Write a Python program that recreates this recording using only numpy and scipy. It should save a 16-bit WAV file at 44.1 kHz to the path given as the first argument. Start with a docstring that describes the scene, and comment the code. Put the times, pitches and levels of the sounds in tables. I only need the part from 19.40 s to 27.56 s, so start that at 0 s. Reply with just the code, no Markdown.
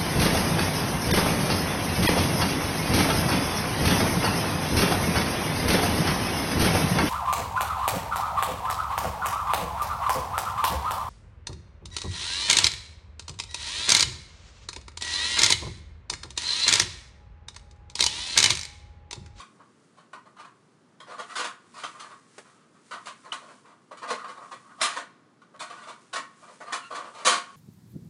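"""An aluminium extension ladder is shifted upright and its sections slid together, a few metres off.
Each knock or stick-slip slide is a flurry of tiny contacts that excites the damped modes of the hollow
rails and rungs; harder contacts ring brighter. Foliage brushes the rails, the rung locks ping, a twig
snaps and a rail squeaks. A garden fence and bushes scatter the sound, over a low outdoor hum."""
import sys
import numpy as np
from scipy import signal
from scipy.fft import rfft, irfft, next_fast_len
from scipy.io import wavfile
from scipy.ndimage import uniform_filter1d

SR = 44100
rng = np.random.default_rng(int(sys.argv[2]) if len(sys.argv) > 2 else 0)


def write(x):
    x = np.atleast_2d(x).T
    wavfile.write(sys.argv[1], SR, np.round(np.clip(x, -1, 1) * 32767).astype(np.int16))


N = 359856
RING_SAMPLES = int(.75 * SR)
CUTOFF_HZ = 11000
ENERGY_WINDOW_S = .03   # a contact's level is its energy expressed as an rms over this time

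# sections knocking together: start_s, contact_s, level_db, hardness_db (treble), weight_db (bass)
KNOCKS = [(0.0, 0.00088, -44.5, 3, -5), (0.19, 0.0064, -51.5, -16, 0), (0.565, 0.01, -54, -2.5, 3),
          (0.731, 0.0018, -41, -6, -2.5), (0.856, 0.0025, -53.5, -8, 3), (0.96, 0.017, -47, -6, -10),
          (0.986, .004, -47.5, 0, 0.5), (1.046, 0.00088, -49.5, -3.5, -3), (1.601, 0.0019, -48, 1.5, 1),
          (1.782, 0.004, -35.5, -1.5, 4), (1.955, .003, -34, 8.5, -3), (1.978, 0.0088, -30, 4.5, 1),
          (2.041, 0.0036, -34, 5.5, 0.5), (2.434, .002, -35, 1.5, 0.5), (2.596, 0.0019, -48.5, 12, -6),
          (3.045, 0.009, -55, -6, -5), (3.345, .004, -60.5, -8, -5), (3.51, 0.0061, -35, -2, -2),
          (3.655, 0.0061, -45, 8, 1.5), (3.67, 0.00058, -41.5, 3, 1.5), (3.836, 0.0077, -45, -7, 0.5),
          (3.918, 0.0027, -35, 3.5, -3), (4.51, 0.0051, -43.5, -6.5, 7), (4.571, 0.0048, -51.5, 7, -3),
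          (4.618, 0.0054, -35, -6, 0.5), (4.675, 0.009, -36, 2.5, 3.5), (4.702, 0.0021, -29.5, 1, 7),
          (4.779, 0.0065, -38.5, -11, -13), (4.842, 0.0017, -37, -11, -3.5), (4.881, 0.0036, -43, 0.5, 3.5),
          (5.112, 0.0035, -40, -2, 0.5), (5.38, 0.011, -43.5, -5, 0), (5.403, 0.021, -29, 5.5, -1),
          (5.414, 0.0022, -28.5, 13, 2), (5.428, 0.0029, -30, 11, -6), (5.561, 0.004, -32.5, 1, 1.5),
          (6.016, .001, -55.5, -5, -8), (6.139, 0.0037, -51.5, -10.5, 5), (6.194, 0.0059, -37, 6, 2),
          (6.298, 0.0035, -41, -3.5, 3), (6.467, 0.01, -40.5, 0.5, 3), (6.729, 0.0031, -35.5, 7, 2.5),
          (6.757, 0.0022, -32, 4, 0), (7.203, 0.006, -43, -2, 7.5), (7.323, 0.0038, -31, 7, -0.5),
          (7.505, .016, -33, -7.5, 3.5), (7.543, 0.0068, -39, 5, 0), (7.641, 0.0077, -42.5, -6.5, 4),
          (7.849, .012, -24, 12, 4.5), (7.861, 0.0037, -23, 11.5, 4.5), (7.91, 0.01, -26, 4, -2)]
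# how strongly the ladder radiates: frequency_hz, density_db
RADIATION = [(90, -32), (140, -32), (220, -12.5), (380, -12.5), (560, -8.5), (780, -14), (1000, -4.5),
             (1180, -3), (1500, -11.5), (2100, -12.5), (4000, -12), (7000, -14), (10000, -16.5),
             (11000, -35)]
# resonances of rails and rungs: centre_hz, width_hz, lift_db
RESONANCES = [(266, 32, 3), (499.5, 33, 7.5), (619, 40, 9.5), (702.6, 29, 15.5), (905, 20, 5),
              (1056, 24, 3), (1096, 44, 4.5), (1180, 60, 2.5), (1353, 20, -2), (1475, 37, 9.5),
              (1607, 43, 3.5), (1910, 108, 5.5), (2220, 31, -1), (2380, 45, 5.5), (2996, 130, 4),
              (3300, 36, 5), (3530, 35, 5), (3910, 140, 4.5), (4250, 120, 7), (4620, 92, 4.5),
              (5400, 70, -9), (6000, 41, -5), (7450, 50, 6), (9700, 70, -3)]
# decay of the ladder held in two hands: frequency_hz, t60_s
HELD_DECAY = [(200, 0.33), (600, 0.19), (1150, 0.26), (2000, 0.28), (4000, 0.21), (10000, 0.21)]
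# bending modes that ring on: pitch_hz, level_db, t60_s
BENDING_MODES = [(690, -24, .55), (1045, -17, .55), (1101, -13, 0.81), (1180, -17, .55),
                 (1242, -12.5, 0.46), (1437, -10, 0.47)]
# bounds of the five registers of a contact: edge_hz
REGISTER_EDGES_HZ = [150, 400, 800, 1800, 4500, 10500]
# colour of a contact in each register, low to high: offset_db, hardness_share, weight_share
CONTACT_COLOUR = [(-19.5, 0.0071, 0.43), (-10, 0, 1), (0.83, 0.073, 0), (-6.5, 0.65, 0), (-12, 1, 0.07)]
# foliage against the rails: time_s, level_db
FOLIAGE_LEVELS = [(0.0, -69.5), (1.55, -77), (1.93, -56), (2.2, -71.5), (2.45, -52.5), (2.83, -65.5),
                  (3.02, -59.5), (3.3, -74), (3.55, -60.5), (4.16, -61.5), (4.42, -77), (4.7, -60),
                  (5.5, -64), (5.7, -91), (6.12, -80), (6.4, -62), (6.92, -67), (7.04, -58.5), (8.16, -63)]
# spectral shape of the brushing leaves: frequency_hz, density_db
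LEAF_SPECTRUM = [(300, -22), (1200, 14.5), (3000, 8), (9000, 9), (11000, 0.5), (13000, -40)]
# spectral shape of the outdoor hum: frequency_hz, density_db
HUM_SPECTRUM = [(25, -49), (60, -48), (90, -10.5), (125, -1), (220, 2), (400, -3.5), (700, -12),
                (1200, -10), (2500, -23), (5000, -25.5), (10000, -33.5)]
# rung locks ringing: start_s, pitch_hz, level_db, t60_s
LOCK_PINGS = [(1.603, 3260, -42.5, 0.13), (2.438, 3170, -35, 0.15), (3.92, 3000, -26.5, 0.081)]
# one section sliding along the other: start_s, length_s, level_db, hardness_db, weight_db
SLIDES = [(1.665, 0.097, -46, -3.5, 5.5), (1.883, .07, -42.5, 1.5, -3), (2.339, .085, -44.5, 4, -1),
          (2.53, 0.21, -48, -7, -3), (3.149, 0.056, -64, -1.5, -3), (3.998, 0.13, -54, -5.5, 6.5),
          (4.242, 0.048, -51.5, -4.5, 1.5), (4.943, 0.13, -45.5, -12.5, 0), (5.229, .13, -54, -16, -5.5),
          (6.249, 0.209, -50, 0, -1.5), (7.007, .13, -51.5, -7, 6), (7.26, .06, -38.5, -8, -1.5),
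          (7.569, 0.045, -42, -12, 0.5), (7.73, 0.14, -47, 1, 5)]
# spectral shape of a dry twig underfoot: frequency_hz, density_db
TWIG_SPECTRUM = [(100, -35), (250, 3), (500, 4), (900, -1), (1800, -1), (3500, -11.5), (10000, -14)]
# first three harmonics of the squeak: level_db
SQUEAK_HARMONICS_DB = [-46, -48.5, -56]


def from_db(db):
    """Amplitude grows tenfold for every 20 dB."""
    return 10 ** (np.asarray(db) / 20)


def at_hz(points, hz):
    """Interpolation on a logarithmic frequency axis."""
    known_hz, values = np.transpose(points)
    return np.interp(np.log(np.maximum(hz, 1)), np.log(known_hz), values)


def coloured(x, spectrum):
    """Filtering multiplies a sound's spectrum by a gain curve; the result has unit rms."""
    gain = from_db(at_hz(spectrum, np.fft.rfftfreq(N, 1 / SR)))
    shaped = irfft(rfft(x) * gain, N)
    return shaped / np.sqrt(np.mean(shaped ** 2) + 1e-20)


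def add(out, start_s, sound):
    """Superposition: a sound adds linearly to those already present."""
    start = max(0, round(start_s * SR))
    out[start:start + len(sound)] += sound[:N - start]


def ringing(hz, t60_s):
    """Free vibration: each mode (one a row) is an exponentially damped sine of random phase."""
    t = np.arange(RING_SAMPLES, dtype=np.float32) / SR
    phase = rng.uniform(0, 2 * np.pi, len(hz))
    omega, decay, phase = np.float32([2 * np.pi * hz, np.log(1000) / t60_s, phase])[:, :, None]
    return np.sin(omega * t + phase) * np.exp(-decay * t)


def ladder_modes(count=620, damping_spread=0.095):
    """A thin-walled frame has hundreds of normal modes, strongest near rail and rung resonances."""
    rank = (np.arange(count) + rng.random(count)) / count
    hz = 100 + (CUTOFF_HZ - 100) * rank ** 1.6
    lift_db = sum(db / (1 + (2 * (hz - centre) / width) ** 2) for centre, width, db in RESONANCES)
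    spacing_hz = np.gradient(hz)
    strength = from_db(at_hz(RADIATION, hz) + lift_db) * np.sqrt(spacing_hz / 10)
    t60_s = at_hz(HELD_DECAY, hz) * np.exp(damping_spread * rng.standard_normal(count))
    bending_hz, bending_db, bending_t60_s = np.transpose(BENDING_MODES)
    amplitudes = np.float32(np.r_[strength, from_db(bending_db)])
    return ringing(np.r_[hz, bending_hz], np.r_[t60_s, bending_t60_s]) * amplitudes[:, None]


def chatter(contact_s, per_s=900, uneven_db=5.5, first_touch=0.9):
    """Loose metal exerts a random impulse train that swells for the contact time, then dies away."""
    age = np.arange(RING_SAMPLES // 3) / SR / contact_s
    impulses = rng.choice([-1, 1], len(age)) * from_db(uneven_db * rng.standard_normal(len(age)))
    touching = rng.random(len(age)) < per_s / SR
    force = impulses * touching * np.sqrt(age * np.exp(1 - age))
    force[0] += first_touch
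    return force


def voiced(blow, levels_db):
    """Where and how hard the metal meets sets the distribution of energy among the registers."""
    size = next_fast_len(len(blow))
    spectrum, hz = rfft(blow, size), np.fft.rfftfreq(size, 1 / SR)
    registers = list(zip(REGISTER_EDGES_HZ, REGISTER_EDGES_HZ[1:]))
    centres_hz = np.sqrt(np.prod(registers, axis=1))
    for _ in range(2):   # two passes, as the gains of neighbouring registers overlap
        energy = np.array([np.sum(abs(spectrum[(hz >= low) & (hz < high)]) ** 2)
                           for low, high in registers])
        power_db = 10 * np.log10(2 * energy / (size * ENERGY_WINDOW_S * SR))
        spectrum = spectrum * from_db(at_hz(np.c_[centres_hz, levels_db - power_db], hz))
    return irfft(spectrum, size)[:RING_SAMPLES]


def ladder(mode_spread_db=2.5, group_spread_db=1.43, group_size=10, low_cut_hz=125):
    """Modal excitation: each knock or slip lands elsewhere, favouring other modes and mode groups."""
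    modes, out = ladder_modes(), np.zeros(N)
    contacts = KNOCKS + slips()
    shape = (len(contacts), len(modes))
    groups = uniform_filter1d(rng.standard_normal(shape), group_size) * np.sqrt(group_size)
    signs = rng.choice([-1, 1], shape)
    coupling = signs * from_db(mode_spread_db * rng.standard_normal(shape) + group_spread_db * groups)
    responses = np.float32(coupling) @ modes
    offset_db, hardness_share, weight_share = np.transpose(CONTACT_COLOUR)
    for (start_s, contact_s, level_db, hardness_db, weight_db), response in zip(contacts, responses):
        blow = signal.fftconvolve(response, chatter(contact_s))[:RING_SAMPLES]
        levels_db = level_db + offset_db + hardness_db * hardness_share + weight_db * weight_share
        add(out, start_s, voiced(blow, levels_db))
    # the ladder's deepest bass is cut away
    return signal.sosfilt(signal.butter(3, low_cut_hz, "high", fs=SR, output="sos"), out)


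def foliage(gain_db=-0.5, ticks_per_s=9000, patchy_db=1.5, patch_count=130):
    """Shot noise: leaves and twigs tick densely along the moving rails, in uneven patches."""
    ticks = (rng.random(N) < ticks_per_s / SR) * rng.standard_normal(N)
    patches = np.interp(np.arange(N), np.linspace(0, N, patch_count), rng.standard_normal(patch_count))
    level_db = np.interp(np.arange(N) / SR, *np.transpose(FOLIAGE_LEVELS))
    return coloured(ticks, LEAF_SPECTRUM) * from_db(gain_db + patchy_db * patches + level_db)


def outdoor_hum(level_db=-61):
    """Stationary noise with its power at low frequencies is heard as a steady hum."""
    return from_db(level_db) * coloured(rng.standard_normal(N), HUM_SPECTRUM)


def rung_locks(count=5, spread=0.027, attack_s=.001):
    """A lock rings with a tight cluster of modes, which beat as they decay."""
    out = np.zeros(N)
    attack = np.minimum(np.arange(RING_SAMPLES) / (attack_s * SR), 1)
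    for start_s, pitch_hz, level_db, t60_s in LOCK_PINGS:
        modes_hz = pitch_hz * (1 + spread * rng.uniform(-0.98, 1, count))
        cluster = ringing(modes_hz, np.full(count, t60_s)).sum(axis=0) / np.sqrt(count)
        add(out, start_s, from_db(level_db) * attack * cluster)
    return out


def slips(per_s=19, first_contact_s=0.019, later_contact_s=.009, jitter=.25, uneven_db=2.5):
    """Stick-slip friction divides a slide's energy among soft, unevenly spaced knocks."""
    rows = []
    for start_s, length_s, level_db, hardness_db, weight_db in SLIDES:
        count = max(1, round(length_s * per_s))
        step_s = length_s / count
        slip_db = level_db + 10 * np.log10(step_s / ENERGY_WINDOW_S)
        for k, (lag, strength) in enumerate(rng.uniform(-1, 1, (count, 2))):
            onset_s = start_s + step_s * (k + jitter * lag) if k else start_s
            contact_s = later_contact_s if k else first_contact_s
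            rows.append((onset_s, contact_s, slip_db + uneven_db * strength, hardness_db, weight_db))
    return rows


def twig(start_s=2.981, level_db=-38, t60_s=0.12, low_cut_hz=170):
    """Brittle fracture releases one fast-decaying burst of noise, with no ring."""
    age_s = np.arange(N) / SR - start_s
    envelope = (age_s > 0) * from_db(level_db - 60 * np.clip(age_s / t60_s, 0, 2))
    crack = coloured(rng.standard_normal(N), TWIG_SPECTRUM) * envelope
    return signal.sosfilt(signal.butter(3, low_cut_hz, "high", fs=SR, output="sos"), crack)


def rail_squeak(start_s=7.405, length_s=.095, pitch_hz=1430, sag_hz_per_s=790, waver=0.054, knots=110):
    """Friction drives a binding rail into a brief harmonic oscillation whose pitch wavers and sags."""
    out, t = np.zeros(N), np.arange(int(length_s * SR)) / SR
    wobble = np.interp(t, np.linspace(0, length_s, knots), rng.standard_normal(knots))
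    hz = (pitch_hz - sag_hz_per_s * t) * (1 + waver * wobble)
    phase = 2 * np.pi * np.cumsum(hz) / SR
    tone = sum(from_db(db) * np.sin(k * phase) for k, db in enumerate(SQUEAK_HARMONICS_DB, 1))
    add(out, start_s, np.sin(np.pi * t / length_s) * tone)
    return out


def garden(direct, wet_db=-20.0, t60_s=0.7, dull_hz=3000, delay_s=0.029):
    """Diffuse scattering from fence and bushes adds a faint, dull tail to the direct sound."""
    t = np.arange(RING_SAMPLES) / SR
    scatter = rng.standard_normal(RING_SAMPLES) * from_db(-60 * t / t60_s) * (t > delay_s)
    scatter /= np.linalg.norm(scatter)
    scatter = signal.sosfilt(signal.butter(1, dull_hz, fs=SR, output="sos"), scatter)
    return direct + from_db(wet_db) * signal.fftconvolve(direct, scatter)[:N]


def scene():
    """Ladder and twig, with their scatter, superpose on the foliage and the hum in one channel."""
    hum = outdoor_hum()
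    direct = ladder() + rung_locks() + rail_squeak() + twig()
    return (garden(direct) + foliage() + hum)[None]


def record(dry):
    """Band limiting: an elliptic low-pass filter cuts the top treble steeply."""
    return signal.sosfilt(signal.ellip(12, .2, 80, CUTOFF_HZ - 200, fs=SR, output="sos"), dry)


dry = scene()
out = record(dry)
write(out)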